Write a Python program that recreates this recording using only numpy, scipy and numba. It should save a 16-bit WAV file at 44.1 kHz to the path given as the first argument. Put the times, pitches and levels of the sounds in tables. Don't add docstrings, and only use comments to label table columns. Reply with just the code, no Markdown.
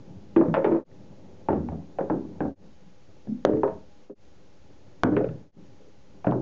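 import sys
import numpy as np
from scipy import signal
from scipy.fft import rfft, irfft
from scipy.io import wavfile
from scipy.ndimage import uniform_filter1d
from numba import njit

SR = 44100
rng = np.random.default_rng(int(sys.argv[2]) if len(sys.argv) > 2 else 0)


def amplitude_ratio(level_db):
    exponent = np.asarray(level_db, float) / 20
    return 10 ** exponent


def pcm_store(signal):
    levels = np.round(np.clip(np.atleast_2d(signal), -1, 1) * 32767)
    wavfile.write(sys.argv[1], SR, levels.astype(np.int16).T)


N = 282681
T = np.arange(N) / SR

# silent_s, fade_out_s, fade_in_s
SCENE_CHANGES = [
    (0.845, 0.087, 0.099),
    (2.551, 0.073, 0.098),
    (4.148, 0.11, 0.088),
    (5.518, 0.12, 0.092),
]
# lip_hz, lip_cycles, upper_lip_hz, hard_knock_t60_s, roll_treble_db
POCKETS = [
    (907, 2.2, 1400, .21, -7.5),
    (806, 6.5, 690, 0.21, -3),
    (995, 4.4, 1200, 0.18, -3.5),
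    (846, 3.4, 1460, 0.17, -2.5),
    (786, 6.1, 1540, 0.15, -5),
]
# start_s, body_db, centre_hz, lip_db, click_db
CORNER_HITS = [(.362, -11.5, 325, -20, -29.5), (.41, -16.5, 499, -19.5, -46), (.54, -27, 636, -12.5, -20.5),
               (.566, -15.5, 544.5, -25, -33.5), (.643, -16, 403.4, -17.5, -25),
               (0.661, -21.5, 365, -21, -36), (.724, -28.5, 332, -35, -41.5),
               (3.27, -22.5, 232.6, -54.5, -72.5), (3.533, -20, 440, -35, -47),
               (3.569, -26, 326, -41.5, -50), (3.632, -15.5, 404.3, -16, -44.5),
               (5.165, -14, 397, -22, -25.5), (5.242, -22.5, 453, -42, -37), (5.288, -28, 161, -52, -42)]
# start_s, body_db, centre_hz, lip_db, click_db
SIDE_HITS = [(1.485, -17, 355, -16.5, -37.5), (1.528, -17.5, 262.5, -30, -44),
             (1.686, -27.5, 275, -40.5, -46), (1.719, -28.5, 206.3, -35.5, -62.5),
             (1.985, -23.5, 539, -22.5, -42), (2.098, -16.5, 318.6, -21, -44.5),
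             (2.404, -18.5, 302, -24.5, -42), (2.451, -25.5, 281, -32, -61),
             (6.243, -28.5, 724, -27.5, -42), (6.267, -14.5, 171, -18, -35.5),
             (6.32, -17.5, 143.5, -21, -50)]
# start_s, push_db, push_hz, push_cycles, thump_db
BLOWS = [
    (3.44977, 0, 530, 2.1, -23),
    (5.03481, 7.5, 1080, .86, -14),
]


def shot(s):
    return np.searchsorted([change[0] for change in SCENE_CHANGES], s)


def add(out, s, x):
    start = int(s * SR)
    later_changes = [change[0] for change in SCENE_CHANGES if change[0] > s]
    end = int(min(later_changes + [N / SR]) * SR)
    out[start:min(start + len(x), end)] += x[:end - start]


def shaped(points, size):
    hz, db = np.transpose(points)
    f = np.maximum(np.fft.rfftfreq(size, 1 / SR), 1)
    spectrum = rfft(rng.standard_normal(size)) * amplitude_ratio(np.interp(np.log(f), np.log(hz), db))
    x = irfft(spectrum, size)
    return x / x.std()


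def peak_gain(hz, peaks):
    return np.sqrt(sum(amplitude_ratio(db) ** 2 / (1 + (2 * (hz - f) / width) ** 2) for f, width, db in peaks))


@njit
def ring(hz, gain, t60, rise, size):
    y = np.zeros(size)
    for k in range(len(hz)):
        turn = np.exp(2j * np.pi * hz[k] / SR - np.log(1000.) / (t60[k] * SR))
        z, swell, shrink = gain[k] + 0j, 1., np.exp(-1 / (rise[k] * SR))
        for i in range(min(size, int(1.3 * t60[k] * SR))):
            z, swell = z * turn, swell * shrink
            y[i] += z.imag * (1 - swell)
    return y


def burst(db, hz, cycles, soft):
    t = T[:SR // 12]
    swell = 1 - np.exp(-(t * hz / soft) ** 2)
    decay = np.exp(-2.2 * hz * t / cycles)
    return -amplitude_ratio(db) * swell * np.sin(2 * np.pi * hz * t) * decay


def knocks():
    # start_s, body_db, centre_hz, lip_db, t60_s
    bumps = [(.455, -24.5, 492, -34.5, 0.23), (0.48, -20, 159.6, -32.5, 0.19),
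             (.712, -18, 336.5, -24.5, 0.24), (.744, -22, 531.7, -27.5, 0.24), (0.761, -41, 322, -31, 0.28),
             (.784, -40, 291, -37, 0.51), (1.503, -19, 217.2, -28, 0.3), (1.564, -30, 207, -35, 0.2),
             (1.628, -23.5, 243, -47.5, 0.13), (2.007, -19, 296, -22.5, 0.081),
             (2.136, -22.5, 269, -42.5, 0.25), (2.248, -35.5, 269.5, -81, 0.25),
             (3.319, -32, 229, -81, 0.27), (3.381, -55.5, 225, -56.5, 0.12), (3.49, -16.5, 424.4, -39, 0.4),
             (3.675, -27.5, 639.6, -26, 0.17), (3.717, -36, 178, -53, 0.2), (5.07, -18.5, 299, -30.5, 0.23),
             (5.117, -21.5, 304.9, -31.5, 0.45), (5.204, -20.5, 518, -26.5, 0.16),
             (6.289, -19, 220, -29, 0.18), (6.356, -24, 375.5, -45, 0.31)]
    # start_s, body_db, centre_hz, t60_s
    nudges = [(.211, -48, 196, 0.36), (2.626, -46.5, 158, 0.26), (2.818, -45.5, 178.6, 0.33),
              (4.096, -26, 409, 0.32), (5.564, -36.5, 180.7, 0.13), (5.623, -44, 185, 0.098),
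              (5.803, -46.5, 500, 0.11), (5.864, -44.5, 415, 0.14)]
    # lip_db, click_db, body_db, t60_s, centre_hz
    after_blows = [
        (-23.5, -28, -13, 0.08, 410),
        (-17.5, -33, -14.5, 0.15, 260),
    ]
    soft_click_db, nudge_lip_db = -18, -18
    found = []
    for s, db, hz, lip_db, click_db in [*CORNER_HITS, *SIDE_HITS]:
        found.append((s, lip_db, click_db - 1, db, POCKETS[shot(s)][3], hz))
    for s, db, hz, lip_db, t60 in bumps:
        found.append((s, lip_db, lip_db + soft_click_db, db, t60, hz))
    for s, db, hz, t60 in nudges:
        lip_db = db + nudge_lip_db
        found.append((s, lip_db, lip_db + soft_click_db, db, t60, hz))
    return sorted(found) + [(blow[0], *knock) for blow, knock in zip(BLOWS, after_blows)]


def clacks():
    # start_s, peak_db, pitch_hz, cycles
    snaps = [
        (3.4503, 1.3, 1610, 1.02),
        (3.45031, .3, 3010, 1.15),
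        (3.45035, -24, 6030, 9),
        (5.03431, -11.5, 2210, 5.5),
        (5.03428, -13, 5040, 1.6),
        (5.03507, -21, 3510, 2),
    ]
    # start_s, peak_db, pitch_hz, cycles
    touches = [(.362, -19, 1160, 9), (.541, -18, 1120, 2.7), (.5405, -38.5, 4560, 2.7),
               (.645, -44, 4580, 2.7), (.915, -51, 1890, 9.9), (1.687, -27, 820, 8.5),
               (2.405, -29, 1590, 14), (3.272, -37, 720, 3.7), (3.273, -57, 1650, 12),
               (3.635, -47.5, 2940, 9.1), (5.0362, -18, 1430, 6.8), (5.038, -28.5, 1400, 30),
               (6.312, -33.5, 1366, 4.2), (6.3115, -36.5, 3000, 3.3)]
    lag_s, tick_lead_s = .001, 0.00092
    out, hits = np.zeros(N), [*CORNER_HITS, *SIDE_HITS]
    detune = 1 + 0.074 * rng.standard_normal((len(hits), 3))
    for (s, _, _, lip_db, click_db), (low, high, tick) in zip(hits, detune):
        lip_hz, cycles, upper_hz = POCKETS[shot(s)][:3]
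        lip = burst(lip_db + 4, low * lip_hz, cycles, 0.35)
        upper_lip = burst(click_db + 1, high * upper_hz, 2.7 * cycles, 0.97)
        crisp_edge = burst(click_db - 6, high * 3180, 4.3, 1.2)
        add(out, s + lag_s, lip + upper_lip + crisp_edge)
        add(out, s + lag_s - tick_lead_s, burst(click_db + 0.5, tick * 2388, 6.9, 1.8))
    for s, db, hz, cycles, thump_db in BLOWS:
        push = burst(db, hz, cycles, .3)
        thump = burst(thump_db, 420, .8, .15)
        add(out, s, push + thump)
    for s, db, hz, cycles in [*snaps, *touches]:
        add(out, s, burst(db, hz, cycles, 0.45))
    return out


def thuds(count=32):
    # pitch_hz, width_hz, level_db
    table_modes = [(79, 80, 9), (106, 8.3, -7.5), (161, 7.1, 8), (207, 52, 4.5), (255, 36, -4.5),
                   (294, 33, 1.5), (308, 46, 3.5), (409, 22, 5.5), (470, 57, -1), (536, 160, 4),
                   (700, 30, -19.5)]
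    out, blows = np.zeros(N), knocks()
    chance = rng.random((len(blows), 3, count))
    for (s, lip_db, _, db, t60, centre_hz), (place, weight, life) in zip(blows, chance):
        hz = 125 * 2 ** (2.9 * (np.arange(count) + place) / count)
        hz[0] = centre_hz
        top_db = min(lip_db - db - 2.0, -4)
        skirt_db = np.interp(np.log(hz), np.log([centre_hz / 4, centre_hz, 1000]), [-22, 0, top_db])
        gain = amplitude_ratio(skirt_db) * peak_gain(hz, table_modes) * (2 * weight - 1)
        gain[0] = 2.01
        gain = gain / np.linalg.norm(gain)
        decay = t60 * (hz / 300) ** -.2 * (0.67 + 0.58 * life)
        add(out, s + .001, amplitude_ratio(db + 1.0) * ring(hz, gain, decay, 0.45 / hz, SR // 2))
    return out


def rattles():
    out, t = np.zeros(N), T[:SR // 3]
    rise = np.minimum(t / 0.0014, 1) ** 2
    for hz in 650 * 2 ** np.arange(0, 3.1, .5):
        power = np.zeros(N)
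        for s, lip_db, click_db, _, t60, _ in knocks():
            levels_db = [lip_db, lip_db, click_db, click_db - 23, click_db - 33]
            db = np.interp(np.log(hz), np.log([650, 1130, 2220, 3800, 5210]), levels_db)
            fall = amplitude_ratio(-120 * t / (t60 * .5 * (hz / 1000) ** -.3))
            linger = 0.093 * fall ** 0.34
            add(power, s + .001, amplitude_ratio(2 * (db - 13.5)) * (fall + linger) * rise)
        band = [(hz / 2.2, -80), (hz / 1.4, -10), (hz, 0), (hz * 1.4, -10), (hz * 2.2, -80)]
        out += np.sqrt(power) * shaped(band, N)
    return out


def booms():
    # start_s, peak_db, pitch_hz
    drops = [(0.361, -32, 120.6), (.74, -42, 76), (1.487, -27.5, 103), (1.575, -27, 79), (1.688, -28, 80),
             (2.096, -39, 89.6), (2.404, -38.5, 87.8), (2.449, -33.5, 78), (3.27, -40, 116.4),
             (3.456, -31, 113.5), (3.529, -25, 113), (3.629, -46, 92), (3.72, -39, 81), (5.037, -33.5, 106),
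             (5.116, -26.5, 121.3), (5.166, -36, 124), (5.244, -27.5, 121.7), (6.267, -25.5, 130),
             (6.32, -27.5, 123.6)]
    out = np.zeros(N)
    gain, t60 = np.array([.45, 1., -.45]), np.full(3, 0.26)
    for s, db, hz in drops:
        near = hz * np.array([.8, 1., 1.22])
        add(out, s, amplitude_ratio(db - 4.5) * ring(near, gain, t60, 0.31 / near, SR // 2))
    return out


def rolling():
    # time_s, level_db
    roll_path = [(0, -48.5), (.33, -48.5), (.92, -52.5), (1.45, -50.5), (1.9, -52.5), (2.35, -46.5),
                 (2.65, -57), (2.79, -69), (2.83, -71), (3.05, -65), (3.1, -58), (3.9, -64.5), (4.5, -63.5),
                 (4.84, -58.5), (5.6, -54), (5.9, -66), (6.04, -65), (6.12, -54.5)]
    # pitch_hz, width_hz, level_db
    slate_modes = [(94, 13, -1.5), (192, 28, -4.5), (294, 44, 2.5), (388, 22, 2.5), (530, 120, -5.5),
                   (836, 120, -10.5)]
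    hz = np.geomspace(30, 2400, num=200)
    slate_db = 20 * np.log10(peak_gain(hz, slate_modes))
    low = shaped(np.transpose([hz, slate_db - 11.2 * np.log2(hz / 125) ** 2]), N)
    high = shaped(np.transpose([hz, slate_db - 2.9 * np.log2(hz / 480) ** 2]), N)
    high = high * amplitude_ratio(np.array(POCKETS)[shot(T), 4])
    dents = np.repeat(rng.standard_normal(N // 900 + 1), 900)[:N]
    dents_db = 2.2 * uniform_filter1d(dents, 600)
    return (low + high) * amplitude_ratio(np.interp(T, *np.transpose(roll_path)) + dents_db)


def walls(x):
    t, out = T[:SR // 2], np.zeros(N)
    low_points = [(60, -4.0), (300, -4.5), (900, -11.0), (1800, -22.0), (4000, -78.5)]
    high_points = [(100, -75), (700, -38.5), (1500, 0.5), (4000, -14.5), (8000, -36.5)]
    ends = [0] + [int(change[0] * SR) for change in SCENE_CHANGES] + [N]
    for a, b in zip(ends, ends[1:]):
        low = shaped(low_points, len(t)) * amplitude_ratio(-60 * t / 0.29)
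        high = shaped(high_points, len(t)) * amplitude_ratio(-60 * t / 0.41 - 12.5)
        echo = (low + high) * np.minimum(t / 0.015, 1) ** 2
        out[a:b] = signal.fftconvolve(x[a:b], echo)[:b - a]
    return out


def room_noise():
    # pitch_hz, level_db (per Hz)
    room_spectrum = [(12, -30), (20, -15), (35, -30.5), (55, -15.5), (270, -24), (1130, -36), (7500, -44.5),
                     (10000, -71)]
    return amplitude_ratio(-59.5) * shaped(room_spectrum, N)


def hum():
    # pitch_hz, width_hz, level_db
    appliance = [(300, 20, -2), (505, 36, 0), (583, 41, -3), (822, 20, -1.5)]
    hz = np.geomspace(150, 1600, num=300)
    drone = shaped(np.transpose([hz, 40 * np.log10(peak_gain(hz, appliance))]), N)
    whine = np.sin(2 * np.pi * 6666 * T)
    return amplitude_ratio(-65.5) * drone + amplitude_ratio(-85.5) * whine


def scene():
    hits = clacks() + thuds() + rattles() + booms()
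    echo = amplitude_ratio(-43.5) * walls(hits)
    return (hits + echo + rolling() + room_noise() + hum())[None]


def top_cut(x):
    return signal.sosfilt(signal.butter(12, 7870, fs=SR, output="sos"), x)


def record(dry):
    clip_level, top_hz, offset = .62, 7000, -.0046
    x = np.clip(dry, -clip_level, clip_level)
    x = signal.sosfilt(signal.butter(14, top_hz, fs=SR, output="sos"), x) + offset
    for s, out_s, in_s in SCENE_CHANGES:
        x = x * np.interp(T, [s - out_s, s, s + in_s], [1, 0, 1])
    hiss = amplitude_ratio(-104) * rng.standard_normal(N)
    return top_cut(x + hiss)


dry = scene()
out = record(dry)
pcm_store(out)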